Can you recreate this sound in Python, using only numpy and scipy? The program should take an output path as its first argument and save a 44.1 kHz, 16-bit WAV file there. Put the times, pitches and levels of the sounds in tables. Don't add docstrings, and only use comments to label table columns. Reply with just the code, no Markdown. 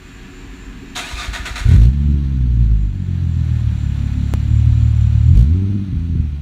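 import sys
import numpy as np
from scipy import signal
from scipy.fft import rfft, irfft, next_fast_len
from scipy.io import wavfile
from scipy.ndimage import uniform_filter1d, minimum_filter1d, map_coordinates

SR = 44100
rng = np.random.default_rng(int(sys.argv[2]) if len(sys.argv) > 2 else 0)


def wav_record(signal):
    frames = np.transpose(np.atleast_2d(signal))
    bounded = np.clip(frames, -1, 1)
    quanta = np.round(bounded * 32767).astype(np.int16)
    wavfile.write(sys.argv[1], SR, quanta)


N = 282681
T = np.arange(N) / SR

# time_s, firing_hz, level_db
ENGINE_RUN = [(1.65, 36.0, -17.5), (1.74, 43.2, -1), (1.8, 55.52, -5.5), (1.86, 57.9, -7), (1.93, 70, -14),
              (2.1, 72.26, -9.5), (2.25, 69.2, -14.5), (2.6, 56.55, -15.5), (2.97, 46.76, -17.5),
              (3.4, 40.59, -16), (3.85, 35.31, -17.5), (4.4, 35.5, -16), (4.6, 37.85, -11.5),
              (4.95, 37.34, -13), (5.23, 36.6, -12), (5.3, 41.0, -5.5), (5.41, 57.2, -8.5),
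              (5.47, 73.04, -10.5), (5.58, 94.4, -9.5), (5.76, 100.8, -10), (5.86, 96.0, -20),
              (5.97, 81.0, -22), (6.09, 85.5, -19.5), (6.17, 79.0, -15), (6.4, 70.7, -20.5)]
# time_s, level_db
BARK_LEVEL = [(1.7, -7), (2.15, 2), (2.7, -5), (3.1, -0.5), (3.5, -5), (4.2, 1), (4.65, -7.5), (5.35, -9.5),
              (5.6, 3.5), (6.1, 7.5), (6.4, -5.5)]
# frequency_hz, gain_db
MUFFLER_RESPONSE = [(25, -24), (35, -14), (43, -26.5), (51, 3.5), (57, 3.5), (68, -3.5), (84, 0),
                    (102, -8.5), (113, -0.5), (128, -5.5), (150, -13.5), (180, -14), (215, -18.5),
                    (255, -22), (295, -27), (335, -33), (365, -33), (415, -46), (460, -49), (520, -63)]
# pitch_hz, width_hz, gain_db
PIPE_MODES = [(55.7, 5.4, 30), (80, 21, 24.5), (118, 20, 30), (175, 45, -29), (240, 50, -53.5),
              (325, 60, -44.5)]
# frequency_hz, level_db
RUMBLE_SPECTRUM = [(20, -22), (45, -1.5), (110, -12), (200, -4.5), (290, -11.5), (370, -24), (440, -23),
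                   (500, -48.5), (800, -53)]
# start_s, hold_s, level_db
THROTTLE_OPENINGS = [(1.647, 0.167, -34.5), (5.345, 0.033, -36)]
# frequency_hz, level_db
RUSH_SPECTRUM = [(250, 5), (390, 17.5), (550, 6.5), (750, 2), (1500, -6.5), (4000, -2.5), (7500, -11),
                 (11000, -15), (16000, -23.5)]
# start_s, level_db, push_s
LONE_PUFFS = [(1.131, -17, .012), (1.279, -15.5, 0.011), (1.394, -17, 0.012), (1.504, -17.5, 0.011),
              (1.605, -14.5, 0.0126), (1.652, -2, 0.0102), (1.688, -12, 0.0035), (1.749, -1, 0.00474),
              (5.925, -9, 0.0031), (5.962, -11.5, 0.0072), (5.999, -21, 0.0039), (6.152, -7, 0.0026),
              (6.196, -8, 0.0042)]
# time_s, tooth_rate_hz, whine_db
PINION_RUN = [(.95, 520, -20), (1.04, 820, -7.5), (1.12, 1010, -11.5), (1.145, 1200, -5.5),
              (1.19, 1221, -10.5), (1.28, 1135, -11), (1.39, 1304, -16.5), (1.6, 1316, -29),
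              (1.9, 1500, -4)]
# tooth_rate_multiple, level_db
MESH_OVERTONES = [(1, -3), (2, 0), (3, -1), (4, -5)]
# start_s, level_db, attack_s, hold_s
GRIND_SURGES = [(0.95, -21, 0.012, 0.036), (1.01, -29.5, 0.018, 0.1), (1.124, -28, 0.063, 0.066),
                (1.328, -25.5, 0.0066, 0.025), (1.451, -25.5, 0.0058, 0.02), (1.554, -27, .005, 0.04),
                (1.692, -33.5, 0.018, .03)]
# frequency_hz, level_db
GRIND_SPECTRUM = [(250, -6), (450, -10.5), (700, -10), (1000, -12), (1450, -6), (2200, 1), (3000, -7.5),
                  (3700, 2), (4500, -5), (6000, -7.5), (8000, -12), (10000, -18.5), (13000, -26),
                  (16000, -33.5)]
# pitch_hz, width_hz, gain_db
HOUSING_MODES = [(720, 42, 2), (960, 16, 6), (1214, 170, 1.5), (1465, 52, -1.5), (1490, 77, -0.5),
                 (1634, 66, -1), (1980, 11, -7), (2070, 54, -11), (2180, 25, 0.5), (2670, 16, -8),
                 (3200, 25, -17.5), (3700, 18, -10), (3880, 44, 0.5)]
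# time_s, level_db
BAY_DUCKING = [(2.05, -47), (2.9, -51), (3.5, -44), (4.2, -43), (5.3, -44.5), (5.55, -47.5), (6.4, -51.5)]
# frequency_hz, level_db
BAY_SPECTRUM = [(400, -10.5), (520, -2), (700, -2.5), (1000, -3), (1600, -6), (2400, -2.5), (3000, -5.5),
                (4300, -5.5), (5000, -13), (6300, -13), (7500, -26.5), (8200, -20), (12000, -28.5),
                (16000, -31)]
# time_s, level_db
INSECT_LEVEL = [(.9, -58), (2.1, -65), (2.9, -67), (3.6, -61), (4.3, -57.5), (5.3, -60.5), (5.8, -74)]
# pitch_hz, level_db
HUM_TONES = [(91.5, -50), (183, -50), (274.5, -50.5), (366, -52.5), (457.6, -61), (1163, -61), (1674, -63),
             (2498, -59.5)]
# frequency_hz, level_db
NIGHT_RUMBLE = [(12, -34.5), (20, -10.5), (48, 5.5), (81, -15), (129, -4.5), (151, -15), (274, -6.5),
                (321, -19), (365, -14), (600, -44.5), (780, -79.5), (1320, -120)]
# frequency_hz, level_db
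NIGHT_AIR = [(280, -39), (480, -13), (496, -34), (536, -8), (800, -4.5), (1190, -2.5), (1310, -3.5),
             (1730, 1.5), (2060, -1.5), (2570, -2), (4810, -11.5), (6700, -16), (8710, -54.5),
             (14700, -120)]

CATCH_S, RELEASE_S = 1.65, 1.82
BOOM_HZ, BARK_HZ = 126, 162


def exhaust(count, strength, uneven, tilt_db=-0.64, waver_db=2.7, lope_db=2.5,
            rumble_db=-8.5, flutter_db=-25):
    firing_hz, phase = curve(ENGINE_RUN), 2 * np.pi * count
    effort, hardness_db = amp(curve(ENGINE_RUN, axis=2)), curve(BARK_LEVEL)
    note, power = 0, 0
    for order in range(1, 13):
        hz = order * firing_hz
        above_boom = np.clip((hz - BOOM_HZ) / (BARK_HZ - BOOM_HZ), 0, 1)
        lope = np.cos(phase / 6 + order)
        bark_db = hardness_db + tilt_db * (order - 4) + lope_db * lope + waver_db * walk(6)
        gain = effort * response(hz, MUFFLER_RESPONSE) * amp(above_boom * bark_db)
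        lag = np.pi / 2 + .022 * order ** 3
        note += np.sqrt(2) * gain * np.sin(order * phase - lag)
        power += gain ** 2
    valve = 1 + np.cos(phase) / 2
    pipe_noise = unit(ring(colour(noise() * valve, RUMBLE_SPECTRUM), PIPE_MODES))
    rumble = amp(rumble_db) * np.sqrt(power) * uneven * pipe_noise
    turbulence = colour(noise() * valve, RUMBLE_SPECTRUM)
    flutter = amp(flutter_db + hardness_db) * np.sqrt(uneven) * effort * turbulence
    throttle = sum(amp(db) * swell(start_s, attack_s=0.032, hold_s=hold_s, decay_s=0.026)
                   for start_s, hold_s, db in THROTTLE_OPENINGS)
    rush = throttle * colour(noise() * valve ** 2, RUSH_SPECTRUM)
    return (strength * (note + flutter + rush) + rumble) * fade(CATCH_S, 0.037)


def crankshaft(uneven, scatter_db=0.5, cylinder_db=4):
    firing_hz = curve(ENGINE_RUN)
    count = np.cumsum(firing_hz) / SR
    chance = rng.standard_normal((1024, 2))
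    firings = np.arange(len(chance))
    cylinders = np.resize([-0.0017, 0.18, -0.41, -0.79, -0.93, 0.63], len(chance))
    jitter, scatter, bias = (np.interp(count, firings, values) for values in (*chance.T, cylinders))
    slip = .03 * uneven * jitter + .04 * (firing_hz / 100) ** 2 * bias
    return count + slip, amp(uneven * (scatter_db * scatter + cylinder_db * bias))


def unevenness(steady=0.47, settle_s=0.16, overrun_s=0.13):
    octaves_per_s = np.gradient(np.log2(curve(ENGINE_RUN))) * SR
    falling = uniform_filter1d(np.maximum(-octaves_per_s, 0), int(overrun_s * SR))
    catching = np.exp(-np.maximum(T - CATCH_S, 0) / settle_s)
    return np.clip(steady + 0.23 * catching + 0.32 * falling, 0, 1)


def puffs(muffler_hz=420):
    thuds, t = np.zeros(N), T[:16384]
    for start_s, db, push_s in LONE_PUFFS:
        push = -np.sin(np.pi * np.minimum(t / push_s, 1))
        thud = ring(push, PIPE_MODES)
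        thuds += amp(db) * np.interp(T - start_s, t, thud / np.abs(thud).max(), left=0, right=0)
    return signal.sosfilt(signal.butter(3, muffler_hz, fs=SR, output='sos'), thuds)


def starter(free_grind_db=-37.5, flicker_db=6, bite_s=0.924, bite_decay_s=0.042):
    tooth_hz = curve(PINION_RUN) * (1 + .035 * walk(450))
    phase = 2 * np.pi * np.cumsum(tooth_hz) / SR
    surge = np.max([amp(db) * swell(start_s, attack_s, hold_s, decay_s=0.031)
                    for start_s, db, attack_s, hold_s in GRIND_SURGES], axis=0)
    between_surges = amp(free_grind_db) * fade(GRIND_SURGES[0][0], .01)
    level = np.hypot(surge, between_surges) * (1 - fade(RELEASE_S, 0.062))
    teeth = noise() * amp(walk(700)) * (1 + .5 * np.cos(phase))
    clash = colour(teeth, GRIND_SPECTRUM)
    grind = amp(-1) * clash + amp(-8) * unit(ring(teeth, HOUSING_MODES))
    clank = amp(-2.5) * fade(1.15, .12) * unit(ring(clash, [(1440, 350, 0)]))
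    mesh = sum(amp(db + flicker_db * walk(39.23)) * np.sin(k * phase) for k, db in MESH_OVERTONES)
    whine = amp(curve(PINION_RUN, axis=2)) * unit(mesh)
    scrape = colour(teeth, [(3000, 25), (7000, -24), (16000, -17)])
    bite = amp(-6) * np.exp(-np.abs(T - bite_s) / bite_decay_s) * scrape
    gears = underbody(grind + clank, t60_s=0.099, wet=0.54) + underbody(whine, t60_s=0.088, wet=0.36)
    return level * (gears + bite)


def engine_bay(whir_hz=1700, whir_width_hz=420):
    clatter = noise() * amp(walk(250))
    metal = amp(-12) * unit(ring(clatter, HOUSING_MODES))
    belt = [(whir_hz, whir_width_hz, 0)]
    easing = 1 - .6 * fade(4.3, .4)
    whir = easing * amp(-12 + 2 * walk(14)) * unit(ring(ring(clatter, belt), belt))
    bay = colour(clatter, BAY_SPECTRUM) + metal + whir
    return amp(curve(BAY_DUCKING) - 1) * underbody(bay, t60_s=0.15, wet=0.46) * fade(CATCH_S, 0.2)


def underbody(x, t60_s, wet):
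    t = T[:8192]
    tail = rng.standard_normal(len(t)) * amp(-60 * t / t60_s)
    return unit(x + wet * signal.fftconvolve(x, tail / np.linalg.norm(tail))[:N])


def click(start_s=4.3382, level_db=-7.5, decay_s=.0028):
    age = T - start_s
    return amp(level_db) * (age >= 0) * np.exp(-np.abs(age) / decay_s)


def insects(pitch_hz=7220, width_hz=430, period_s=.2463, crest_s=.12, throb_db=2.5, drift_db=2):
    throb = np.cos(2 * np.pi * (T - crest_s) / period_s)
    scrape = noise() * amp(0.77 * walk(60) + throb_db * throb + drift_db * walk(5.9))
    wing = [(pitch_hz, width_hz, 0)]
    return amp(curve(INSECT_LEVEL)) * unit(ring(ring(scrape, wing), wing))


def night(sink_db=-14):
    hum = sum(np.sqrt(2) * amp(db + 2 * walk(40)) * np.sin(2 * np.pi * hz * T + 0.43 * walk(11))
              for hz, db in HUM_TONES)
    rumble = amp(-36 + 1.5 * walk(5)) * colour(noise(), NIGHT_RUMBLE)
    air = amp(-44 + 0.52 * walk(12)) * underbody(colour(noise(), NIGHT_AIR), t60_s=0.31, wet=0.66)
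    hiss = amp(-63) * colour(noise(), [(6500, 0.5), (9500, -4), (11000, -11.5), (15000, -4.5)])
    return (hum + rumble + air + hiss) * amp(sink_db * fade(CATCH_S, 0.43))


def amp(db):
    return 10 ** (np.asarray(db) / 20)


def curve(rows, axis=1):
    rows = np.asarray(rows, float)
    return np.interp(T, rows[:, 0], rows[:, axis])


def unit(x):
    return x / np.sqrt(np.mean(x ** 2) + 1e-18)


def noise():
    return rng.standard_normal(N)


def response(hz, spectrum):
    knots_hz, db = np.transpose(spectrum)
    return amp(np.interp(np.log(hz + 1e-9), np.log(knots_hz), db, left=-90, right=-90))


def colour(x, spectrum):
    size = next_fast_len(N)
    hz = np.arange(size // 2 + 1) * SR / size
    return unit(irfft(rfft(x, size) * response(hz, spectrum), size)[:N])


def ring(x, modes):
    return sum(amp(db) * signal.lfilter(*signal.iirpeak(hz, hz / width, SR), x)
               for hz, width, db in modes)


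def walk(rate_hz):
    knots = rng.standard_normal(4096)
    return unit(map_coordinates(knots, [T * rate_hz], order=2, mode='wrap'))


def fade(start_s, length_s):
    return np.clip((T - start_s) / length_s, 0, 1)


def swell(start_s, attack_s, hold_s, decay_s):
    return fade(start_s, attack_s) * np.exp(-np.maximum(T - start_s - attack_s - hold_s, 0) / decay_s)


def scene():
    uneven = unevenness()
    count, strength = crankshaft(uneven)
    car = starter() + puffs() + exhaust(count, strength, uneven) + engine_bay()
    return (car + night() + insects() + click())[None]


def record(dry, low_cut_hz=18, notch_hz=5020, notch_width_hz=600, notch_depth=0.59, top_hz=15600):
    x = signal.sosfilt(signal.butter(2, low_cut_hz, 'high', fs=SR, output='sos'), dry)
    x = x - notch_depth * ring(x, [(notch_hz, notch_width_hz, 0)])
    hold = SR // 100
    limiter_gain = minimum_filter1d(1 / np.maximum(np.abs(x), 1), 2 * hold)
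    x = x * uniform_filter1d(uniform_filter1d(limiter_gain, hold), hold)
    return signal.sosfilt(signal.ellip(8, .2, 70, top_hz, fs=SR, output='sos'), x)


dry = scene()
out = record(dry)
wav_record(out)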